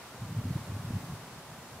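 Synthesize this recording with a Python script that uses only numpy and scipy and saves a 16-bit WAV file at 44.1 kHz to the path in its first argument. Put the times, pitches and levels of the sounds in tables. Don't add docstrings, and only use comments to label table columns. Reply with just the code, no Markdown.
import sys
import numpy as np
from scipy import signal
from scipy.fft import rfft, irfft
from scipy.io import wavfile
from scipy.ndimage import uniform_filter1d, map_coordinates

SR = 44100
rng = np.random.default_rng(int(sys.argv[2]) if len(sys.argv) > 2 else 0)


def dump(signal):
    limited = np.clip(np.atleast_2d(signal).T, -1, 1)
    pcm = np.round(limited * 32767).astype(np.int16)
    wavfile.write(sys.argv[1], SR, pcm)


def decibels_to_gain(level_db):
    exponent = np.asarray(level_db, float) / 20
    return 10 ** exponent


N = 79380
BIN_HZ = np.fft.rfftfreq(N, 1 / SR)


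def unit(x):
    return x / np.sqrt(np.mean(x ** 2) + 1e-20)


def curve(rows, column=1):
    rows = np.array(rows)
    return np.interp(np.arange(N) / SR, rows[:, 0], rows[:, column])


def wobble(knots_per_s):
    return map_coordinates(rng.standard_normal(400), [np.arange(N) * knots_per_s / SR], mode="wrap")


def rush(spectrum, patchy_db):
    cells = signal.stft(rng.standard_normal(N + 512), nperseg=512)[2]
    field = uniform_filter1d(rng.standard_normal(cells.shape), size=6, axis=0)
    field = uniform_filter1d(field, size=12, axis=1)
    noise = signal.istft(cells * decibels_to_gain(patchy_db * unit(field)), nperseg=512)[1][:N]
    freq_hz, density_db = np.transpose(spectrum)
    colour_db = np.interp(np.log(BIN_HZ + 1), np.log(freq_hz + 1), density_db, left=-120)
    return unit(irfft(rfft(noise) * decibels_to_gain(colour_db), N))


def pine_crowns():
    # time_s, wind_strength_db, far_crowns_db, near_twigs_db (last two relative to the wind)
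    wind = [(0, -58, -2, 2), (.2, -58.5, -0.5, -.5), (.4, -58.5, 0.7, 0), (.55, -57.5, 0, 0),
            (.75, -58, 0, -0.5), (.95, -57.5, -0.5, 1.5), (1.1, -57.2, -.5, -2.5), (1.25, -58, 0, 0.8),
            (1.5, -58.5, -1, -1), (1.8, -58.5, 0, -1)]
    # freq_hz, density_db_per_hz
    sough = [(210, -16.5), (350, -2.5), (474, -3), (505, -2), (1020, -2), (2770, -14.5), (9590, -21.5),
             (14300, -27), (15700, -29)]
    # freq_hz, density_db_per_hz
    needles = [(110, -39), (180, -8), (293, -3.5), (666, -4.5), (718, -4.5), (1600, -6), (3790, -5),
               (12100, -11.5), (15700, -16)]
    sough_db, needles_db = -49, -54.5
    swell_db, patch_db = 0.19, 0.41
    far_hz, twig_hz = 1300, 3000

    strength_db = curve(wind)
    swell = decibels_to_gain(strength_db - strength_db.mean() + swell_db * wobble(9.44))
    mid = decibels_to_gain(sough_db) * rush(sough, patch_db)
    side = decibels_to_gain(needles_db) * rush(needles, patch_db)
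    pair = rfft(np.array([mid + side, mid - side]))

    below_twig = 1 / (1 + (BIN_HZ / twig_hz) ** 4)
    below_far = 1 / (1 + (BIN_HZ / far_hz) ** 4)
    far = irfft(pair * below_far, N)
    twigs = irfft(pair * (below_twig - below_far), N)
    hiss = irfft(pair * (1 - below_twig), N)
    return swell * (decibels_to_gain(curve(wind, 2)) * far + decibels_to_gain(curve(wind, 3)) * twigs + hiss)


def gust_flutter():
    # time_s, flutter_level_db
    gust = [(0, -58), (.1, -54.5), (.18, -51.5), (.22, -49), (.45, -46), (.55, -44.5), (.65, -51.5),
            (.95, -45.5), (1.02, -46.5), (1.14, -48.5), (1.2, -53), (1.4, -53.5), (1.45, -55),
            (1.55, -52.5), (1.67, -54.5), (1.8, -51)]
    # freq_hz, density_db_per_hz
    common = [(15, -53), (35, -34), (60, -6.5), (90, -3), (140, -2), (200, -5.5), (270, -6), (450, -37.5)]
    # freq_hz, density_db_per_hz
    unlike = [(100, -9), (170, -8.5), (280, 4), (400, -8), (700, -43)]
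    lump_db, side_db = 1, -25.5

    gust_gain = decibels_to_gain(curve(gust) + lump_db * wobble(30))
    mid = rush(common, 1.27)
    side = decibels_to_gain(side_db) * rush(unlike, 4.1)
    return gust_gain * np.array([mid + side, mid - side])


def eddies():
    # centre_s, length_s, peak_db, pitch_hz
    strong = [(0.231, 0.065, -33.5, 117), (0.312, 0.047, -35.6, 105), (0.328, 0.036, -32.8, 174),
              (0.366, 0.15, -35, 151.4), (0.384, 0.056, -24.5, 109.8), (0.415, 0.013, -35.5, 192),
              (0.443, 0.021, -38, 150), (0.456, 0.016, -28.5, 233), (0.48, 0.11, -31, 96.5),
              (0.485, 0.041, -37, 127), (0.493, 0.079, -42.5, 250), (0.511, 0.037, -25.5, 155),
              (0.525, 0.038, -32, 132), (0.561, 0.018, -20, 140), (0.561, 0.015, -33, 230),
              (0.569, 0.014, -36, 300), (0.701, 0.024, -28, 104), (0.722, 0.02, -35.5, 163),
              (0.75, 0.088, -31, 99), (0.767, 0.012, -33, 192), (0.801, 0.025, -30, 121),
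              (0.851, 0.027, -30.5, 128), (0.885, 0.084, -35.5, 110), (0.908, 0.013, -27, 198),
              (0.956, 0.085, -27, 98.7), (0.961, 0.049, -30.5, 190.3), (0.962, 0.058, -34, 139),
              (1.045, 0.036, -35, 149), (1.102, 0.032, -35.5, 165), (1.138, 0.018, -29.5, 105)]
    # centre_s, length_s, peak_db, pitch_hz
    puffs = [(0.223, 0.024, -37.5, 178), (0.253, 0.014, -36, 180), (0.27, 0.03, -37, 110),
             (0.298, 0.046, -40.5, 175), (0.346, 0.07, -41, 100), (0.367, 0.016, -51, 229),
             (0.39, 0.029, -42, 230), (0.395, 0.04, -44, 140), (0.468, 0.012, -52, 270),
             (0.508, 0.012, -40, 307), (0.59, 0.02, -37, 141), (0.614, 0.028, -36, 124),
             (0.683, 0.019, -37.5, 170), (0.839, 0.015, -42, 181), (0.86, 0.021, -42, 203),
             (0.922, 0.01, -37, 230), (0.938, 0.0094, -31, 150), (0.98, 0.059, -55, 112),
             (1.075, 0.05, -45, 155), (1.124, 0.013, -32.5, 150), (1.16, 0.019, -40, 94),
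             (1.2, 0.025, -43.5, 124), (1.237, 0.05, -44.5, 159), (1.333, 0.019, -41.5, 138),
             (1.362, 0.014, -49, 157), (1.391, 0.051, -43.5, 168), (1.5, 0.04, -48, 150),
             (1.527, 0.026, -41, 152), (1.589, 0.02, -44, 132), (1.737, 0.091, -48, 132)]
    pitch_drift, skew_share, push_share = 0.043, 0.066, 0.083
    push_s, low_cut_hz = 0.018, 68

    t = np.arange(N) / SR
    swirl, push = np.zeros(N), np.zeros(N)
    drift_s = np.cumsum(1 + pitch_drift * wobble(60)) / SR
    rows = list(strong) + list(puffs)
    for (centre_s, length_s, peak_db, pitch_hz), start in zip(rows, rng.random(len(rows))):
        shape = np.cos(np.pi * np.clip((t - centre_s) / length_s, -0.5, 0.5)) ** 2
        phase = 2 * np.pi * (pitch_hz * (drift_s - np.interp(centre_s, t, drift_s)) + start)
        swirl += decibels_to_gain(peak_db) * shape * (np.cos(phase) + shape * skew_share * np.cos(2 * phase))
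        push_peak = decibels_to_gain(peak_db) * push_share * push_s / length_s * np.sign(start - 0.5)
        push += push_peak * np.exp(-((t - centre_s) / (push_s / 4)) ** 2)
    low_cut = 1 / (1 + (low_cut_hz / (BIN_HZ + 1)) ** 6)
    return irfft(rfft(swirl) * low_cut, N) + push


def scene():
    return pine_crowns() + gust_flutter() + eddies()


def roll_off(x):
    return signal.sosfilt(signal.butter(12, 15850, fs=SR, output="sos"), x)


def record(dry):
    roll_hz, limit_hz, roll_db = 14800, 15730, -2
    response = decibels_to_gain(np.interp(BIN_HZ, [roll_hz, limit_hz], [0, roll_db])) * (BIN_HZ < limit_hz)
    mix = irfft(rfft(dry) * response, N)
    return roll_off(mix)


dry = scene()
out = record(dry)
dump(out)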